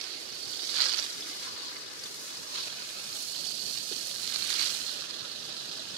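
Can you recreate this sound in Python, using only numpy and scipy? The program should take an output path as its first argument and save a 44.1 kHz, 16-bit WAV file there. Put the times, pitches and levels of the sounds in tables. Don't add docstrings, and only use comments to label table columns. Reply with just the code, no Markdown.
import sys
import numpy as np
from scipy import signal
from scipy.fft import rfft, irfft, next_fast_len
from scipy.io import wavfile
from scipy.ndimage import uniform_filter1d

SR = 44100
rng = np.random.default_rng(int(sys.argv[2]) if len(sys.argv) > 2 else 0)


def attenuation_scalar(level_db):
    decades = np.asarray(level_db, float) / 20
    return 10 ** decades


def int16_out(signal):
    q = np.round(np.clip(np.atleast_2d(signal).T, -1, 1) * 32767)
    wavfile.write(sys.argv[1], SR, q.astype(np.int16))


N = 263277

# time in seconds, force in dB, fine mist in dB against it, puddle splash in dB against it.
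JET = [(0.0, -41, -9.5, -11.5), (0.32, -44.5, -6, -9.5), (0.66, -39, -7, -15), (0.83, -29, -13.5, -9.5),
       (1.05, -39.5, -7, -11), (1.13, -42, -4.5, -9), (1.68, -43, -8, -9), (1.76, -47, -3.5, -5),
       (2.43, -45.5, -2, -9.5), (2.58, -41, -7.5, -12.5), (2.96, -44.5, -3, -5), (3.44, -41, -3, -15.5),
       (4.22, -40.5, -3, -12.5), (4.64, -33.5, -7.5, -9.5), (4.74, -37.5, -4, -12.5), (5.12, -42, -9, -7),
       (5.94, -41.5, -9, -11.5), (5.97, -40, -11, -13)]
# time in seconds, left-right of drops in dB, left-right of mist in dB.
AIM = [(0.0, -12, -7.0), (0.23, -6, -6), (1.01, -14, -9.5), (1.11, -3.5, -4), (1.3, -2, -7),
       (1.83, 1.5, 5.5), (2.18, -3.5, 0), (2.98, -5.5, -3.0), (3.52, -12, -11.0), (4.16, -10.5, -9.5),
       (4.42, -14.0, -11.0), (4.85, -11.0, -10.5), (5.07, -13.5, 3), (5.97, -10.5, 1.5)]
# time in seconds, delay in ms.
TANK_LAG = [(0, 2.65), (.7, 2.58), (2.5, 2.2), (2.8, 1.4), (3.4, 0.97), (4.1, 0.99), (4.6, 0.52),
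            (5.97, 0.16)]
# time in seconds, port resonance in Hz, its lift in dB,
# surface echo dip in Hz, its depth in dB.
ANGLE = [(0, 4520, 5, 2100, -3), (.6, 4540, 8, 2630, 8), (1.2, 4540, 0.5, 2670, 3),
         (1.7, 4350, 8, 2370, 5.5), (2.2, 4400, 3, 2460, 5), (2.6, 4200, 5.5, 2020, 4.5),
         (3.1, 4280, 6.5, 1940, 9.5), (3.5, 4470, 10.5, 2050, 3), (4.1, 4280, 7.5, 2130, 3),
         (4.6, 4340, 6, 2260, -1), (5.2, 4160, 5, 2240, 15.5), (5.97, 3850, 3, 2180, 8.5)]
# time in seconds, share from 0 to 1.
POOL = [(0, 0.45), (1.3, 0.35), (1.55, 1), (2.0, 0.4), (2.6, 1), (2.75, .3), (3.6, 0.45), (4.2, 0.16),
        (5.97, 0.4)]
# peak in seconds, lift in dB, rise in seconds, fall in seconds.
GUSHES = [(0.0, 1, .01, .01), (0.765, 2, 0.005, 0.027), (0.83, 3.5, 0.034, 0.015), (0.992, 6, .012, 0.0064),
          (1.035, 5.5, 0.011, 0.024), (1.16, -0.5, 0.017, 0.071), (1.43, 5.5, 0.01, .05),
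          (1.61, 0, .02, .02), (2.06, 1, 0.044, 0.018), (2.31, 1, 0.049, 0.11), (2.59, 8, 0.048, 0.037),
          (2.68, 9.5, 0.0086, 0.0038), (2.93, 0, 0.02, 0.045), (4.27, 2, 0.026, 0.059),
          (4.17, -4, .04, 0.015), (1.012, -6, .006, .008), (1.29, 3.5, 0.014, .02),
          (4.615, 2.5, 0.025, 0.033), (5.9, 0, 0.064, 0.036)]
# peak in seconds, lift in dB, rise in seconds, fall in seconds.
SWINGS = [
    (1.9, -3, .08, 0.044),
    (2.23, 2, 0.07, .08),
    (2.42, -1.5, .05, 0.056),
    (3.2, 2, .08, 0.13),
    (3.52, -2, 0.059, 0.093),
    (4.5, 1.5, .03, .05),
]
# time in seconds, peak at the near microphone in dB, ring in Hz.
SLUGS = [(0.6955, -14, 4370), (0.76, -19, 4340), (0.7656, -16, 4350), (0.7854, -10, 4350),
         (0.796, -22, 4400), (0.804, -5, 4500), (0.8123, -6, 4280), (0.8194, -4, 4770), (0.8555, -9, 4600),
         (0.865, -9, 5140), (0.886, -11, 4700), (0.8959, -17, 4850), (0.9366, -10, 4400),
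         (0.9434, -10, 4570), (0.9834, -12, 5700), (0.9895, -11, 4430), (0.993, -9, 4630),
         (0.9977, -13, 5600), (1.0255, -12.5, 4600), (2.5585, -15.5, 4200), (4.3596, -10, 4300),
         (4.4229, -10.5, 4170), (4.503, -8.5, 4100), (4.5279, -14, 4570), (4.5949, -10, 4500),
         (4.614, -9, 4460), (4.6382, -13, 4060), (4.682, -15, 4240), (4.7493, -15, 3900),
         (4.8936, -16, 4160)]
# time in seconds, peak in dB, pitch in Hz, ring t60 in seconds, left-right in dB.
PLOPS = [
    (1.256, -50, 307, 0.065, -22),
    (1.294, -47.5, 276, 0.058, -18),
    (3.913, -29.5, 404, 0.025, -20),
    (3.923, -31.5, 325, 0.026, 6),
    (5.792, -47.5, 602, 0.058, -22),
    (5.938, -37.5, 178, 0.031, -13),
]
# delay in ms, level in dB.
FAR_PATHS = [(2.35, 1), (3.15, -3), (4.0, -25)]
# frequency in Hz, gain in dB per Hz.
NEAR_COLOUR = [(30, -29), (55, -21.5), (110, -8), (240, -6.5), (600, -8.5), (940, -16.5), (1450, -6),
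               (2100, -9.5), (3000, -3.5), (4400, 0), (5500, -2.5), (8200, -11), (11500, -16.5),
               (15300, -27)]
FAR_COLOUR = [(30, -37), (100, -7), (340, 6), (640, -6.5), (950, -13), (1220, -6), (2050, -0.5),
              (3300, 8.5), (4550, 14), (5600, 8), (7000, 1.5), (8200, -4.5), (11500, -10.5), (15300, -24)]
BAND_EDGES_HZ = [220, 900, 1800, 2600, 5600]
# level in dB, then dB per dB of force, then dB per dB of gush.
LAYER_DB = [-64.5, -56, -47, -47, -42.5, -42.5]
FORCE_SHARE = [0.045, 0.15, 0.62, 0.61, 0.87, 1.13]
GUSH_SHARE = [0.092, 0.12, 0.55, 0.8, 0.45, 0.37]

CALM_FORCE_DB = -42


def evened(x):
    return x / np.sqrt(np.mean(x ** 2, -1, keepdims=True) + 1e-20)


def curves(rows):
    s, *columns = np.transpose(rows)
    return np.array([np.interp(np.arange(N) / SR, s, c) for c in columns])


def wander(top_hz, low_hz, count):
    hop = 32
    count_slow = N // hop + 2
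    hz = np.fft.rfftfreq(count_slow, hop / SR)
    rise = (hz / low_hz) ** 2 / (1 + (hz / low_hz) ** 2)
    fall = 1 + (hz / top_hz) ** 2
    slow = irfft(rfft(rng.standard_normal((count, count_slow))) * rise / fall, count_slow)
    return np.array([np.interp(np.arange(N) / hop, np.arange(len(v)), v) for v in evened(slow)])


def cut(x, hz, kind):
    return signal.sosfilt(signal.butter(2, hz, kind, fs=SR, output="sos"), x)


def coloured(x, colour):
    hz = np.fft.rfftfreq(4096, 1 / SR)
    colour_hz, colour_db = np.transpose(colour)
    db = uniform_filter1d(np.interp(np.log(hz + 1), np.log(colour_hz + 1), colour_db), 5)
    log_gain = np.log(attenuation_scalar(np.maximum(db, -90)))
    circle = np.concatenate([log_gain, log_gain[-2:0:-1]])
    response = np.fft.ifft(np.exp(np.conj(signal.hilbert(circle)))).real[:2048]
    return signal.oaconvolve(x, response)[:N]


def bands(x):
    size = next_fast_len(N + 4096)
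    octave = np.log2(np.fft.rfftfreq(size, 1 / SR) + 1)
    above = [np.clip((octave - np.log2(edge)) / .55 + .5, 0, 1) for edge in BAND_EDGES_HZ]
    shares = -np.diff([1 + 0 * octave] + above + [0 * octave], axis=0)
    return irfft(rfft(x, size) * shares, size)[:, :N]


def to_far(x):
    return sum(attenuation_scalar(db) * np.roll(x, round(ms * SR / 1000)) for ms, db in FAR_PATHS)


def walls(x, t60_s, start_ms):
    t, out = np.arange(5000) / SR, 0
    for k in range(3):
        sparse = rng.choice([-1., 1.], len(t)) * (rng.random(len(t)) < .1)
        tail = sparse * attenuation_scalar(-60 * t / t60_s) * (t > start_ms / 1000)
        turn = np.sqrt(2 / 3) * np.cos(2 * np.pi * (k / 3 + 7 * np.arange(N) / SR))
        out = out + signal.oaconvolve(x * turn, tail / np.linalg.norm(tail))[:N]
    return out


def gushes(rows):
    t = np.arange(N) / SR
    return sum(db * np.exp(-((t - s) / np.where(t < s, rise, fall)) ** 2) for s, db, rise, fall in rows)


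def layers():
    force_db, mist_db, puddle_db = curves(JET)
    drop_pan_db, mist_pan_db = curves(AIM)
    over_db = force_db - CALM_FORCE_DB
    reach_ms = curves(TANK_LAG)[0] - 1
    own_db = np.array([-0.65 * reach_ms, -0.42 * reach_ms, puddle_db, puddle_db, 0 * over_db,
                       mist_db + gushes(SWINGS)])
    level_db = np.c_[LAYER_DB] + np.c_[FORCE_SHARE] * over_db + np.c_[GUSH_SHARE] * gushes(GUSHES) + own_db
    tank_pan_db = -6.5 + 0.16 * drop_pan_db
    splash_pan_db = -6 + 0.16 * drop_pan_db
    pan_db = np.array([tank_pan_db + 3.8, tank_pan_db, splash_pan_db, splash_pan_db, drop_pan_db, mist_pan_db])
    spit = 0.22 + 0.05 * over_db + 0.078 * wander(top_hz=4.2, low_hz=0.77, count=1)[0]
    return level_db, pan_db, np.clip(spit, 0, 1)


def drops(spit):
    drops_per_s, pitches_hz = 3000, np.geomspace(900, 13000, 12)
    size = attenuation_scalar(4.0 * np.minimum(rng.exponential(1, N), 3)) * rng.choice([-1, 1], N)
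    size *= rng.random(N) < drops_per_s / SR
    kind, t, ticks = rng.integers(0, 12, N), np.arange(200) / SR, 0
    for k, hz in enumerate(pitches_hz):
        pop = np.sin(2 * np.pi * hz * t) * np.exp(-t * hz / 1.27)
        ticks = ticks + hz * attenuation_scalar(-hz / 1500) * signal.oaconvolve(size * (kind == k), pop)[:N]
    gust = attenuation_scalar(wander(top_hz=31.4, low_hz=23.9, count=1)[0])
    mist = rng.standard_normal(N)
    return evened(gust * (np.sqrt(1 - spit) * mist + np.sqrt(spit) * evened(ticks)))


def patchy(x, depth_db):
    hz, t, z = signal.stft(x, SR, nperseg=512)
    hz = hz[:, None]

    def mode(centre_hz, width_hz):
        return 1 / (1 + ((hz - centre_hz) / width_hz) ** 2)

    patches = uniform_filter1d(uniform_filter1d(rng.standard_normal(z.shape), 6, 1), 22, 2)
    field_db = depth_db * patches / patches.std()
    s, *columns = np.transpose(ANGLE)
    port_hz, port_db, dip_hz, dip_db = (np.interp(t, s, c) for c in columns)
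    field_db[1] += port_db * mode(port_hz, 330)
    field_db[1] -= dip_db * mode(dip_hz, 220)
    field_db[0] += 3.4 * mode(4550, 350)
    reach_ms = np.interp(t, *np.transpose(TANK_LAG)) - 1
    field_db += 1.54 * reach_ms * mode(385, 70)
    field_db += 17.0 * np.interp(t, *np.transpose(POOL)) * mode(1050, 90)
    air_octaves = np.log2(np.maximum(hz, 7000) / 7000)
    s, _, mist_db, _ = np.transpose(JET)
    field_db += 0.37 * (np.interp(t, s, mist_db) + 12) * air_octaves
    field_db += .45 * np.interp(t * SR, np.arange(N), gushes(SWINGS)) * air_octaves
    return signal.istft(z * attenuation_scalar(field_db), nperseg=512)[1][:, :N]


def drummed(near, far):
    late = np.arange(N) - curves(TANK_LAG)[0] * SR / 1000
    alike = np.array([[.6], [.5]])
    shared = alike * [np.interp(late, np.arange(N), v) for v in near[:2]]
    far[:2] = shared + np.sqrt(1 - alike ** 2) * far[:2]
    return far


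def spray():
    level_db, pan_db, spit = layers()
    rain, other = drops(spit), drops(.5 * spit)
    near = rain + attenuation_scalar(-7.5) * walls(rain, t60_s=0.1, start_ms=1.0)
    shared = evened(to_far(rain)) + attenuation_scalar(-1) * walls(rain, t60_s=.08, start_ms=3.5)
    far = cut(shared, 6000, "low") + other + cut(other, 6000, "high")
    thrum = cut(rng.standard_normal((2, N)), 630, "low")
    both = cut(np.array([far, near]), 435, "high") + 1.01 * thrum
    far, near = patchy(both, depth_db=0.39)
    near = evened(bands(coloured(near, NEAR_COLOUR)))
    far = drummed(near, evened(bands(coloured(far, FAR_COLOUR))))
    pan = attenuation_scalar(pan_db)
    near_gain = 2 * attenuation_scalar(level_db) / np.sqrt(1 + pan ** 2)
    flicker = wander(top_hz=25.5, low_hz=31, count=12).reshape(2, -1, N)
    lumps = wander(top_hz=7.5, low_hz=1.5, count=6)
    swing_db = np.c_[[.5, .8, 1.2, 1.2, .8, .7]] * flicker + np.c_[[1.8, .8, .6, .8, .45, .6]] * lumps
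    return (attenuation_scalar(swing_db) * near_gain * np.array([pan * far, near])).sum(1)


def small_slugs():
    draw = rng.random((600, 4))
    s = draw[:, 0] * N / SR
    over_db = np.interp(s, *np.transpose(JET)[:2]) - CALM_FORCE_DB
    slugs_per_s = np.minimum(14 * 2 ** (over_db / 4), 28)
    keep = draw[:, 1] * 600 * SR / N < slugs_per_s
    db = -22.5 + 0.34 * over_db - 3 * (2 * draw[:, 2] - 1)
    hz = np.interp(s, *np.transpose(ANGLE)[:2]) * (1 + 0.27 * (2 * draw[:, 3] - 1))
    return list(np.transpose([s, db, hz])[keep])


def slugs():
    smacks, t = np.zeros(N + 400), np.arange(400) / SR
    for s, db, hz in list(SLUGS) + small_slugs():
        ring = np.sin(2 * np.pi * hz * t) * attenuation_scalar(-60 * t / 0.007) * (1 - np.exp(-t / .0001))
        slap = 0.42 * np.sin(2 * np.pi * 0.58 * hz * t) * attenuation_scalar(-60 * t / 0.0017)
        smacks[round(s * SR):][:len(t)] += attenuation_scalar(db - 1) * (ring + slap)
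    smacks = cut(smacks[:N], 500, "high")
    near = smacks + attenuation_scalar(-6.0) * walls(smacks, t60_s=0.039, start_ms=.8)
    far = attenuation_scalar(-6) * to_far(smacks) + attenuation_scalar(-1) * walls(smacks, t60_s=.04, start_ms=3.0)
    return np.array([attenuation_scalar(curves(AIM)[0]) * far, near])


def plops():
    out, t = np.zeros((2, N + 4000)), np.arange(4000) / SR
    for s, db, hz, t60_s, pan_db in PLOPS:
        tone = np.sin(2 * np.pi * hz * (t + 3.2 * t ** 2))
        ring = tone * attenuation_scalar(db - 60 * t / t60_s) * (1 - np.exp(-t / 0.0077))
        out[:, round(s * SR):][:, :len(t)] += 2 * attenuation_scalar([[pan_db / 2], [-pan_db / 2]]) * ring
    return out[:, :N]


def scene():
    return spray() + slugs() + plops()


def top_cut(x):
    return signal.sosfilt(signal.butter(12, 15950, fs=SR, output="sos"), x)


def record(dry):
    band = cut(dry, 40, "high")
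    low_pass = signal.firwin(301, 15750, window=("kaiser", 7), fs=SR)
    mix = signal.oaconvolve(band, low_pass[None], "same")
    return top_cut(mix)


dry = scene()
out = record(dry)
int16_out(out)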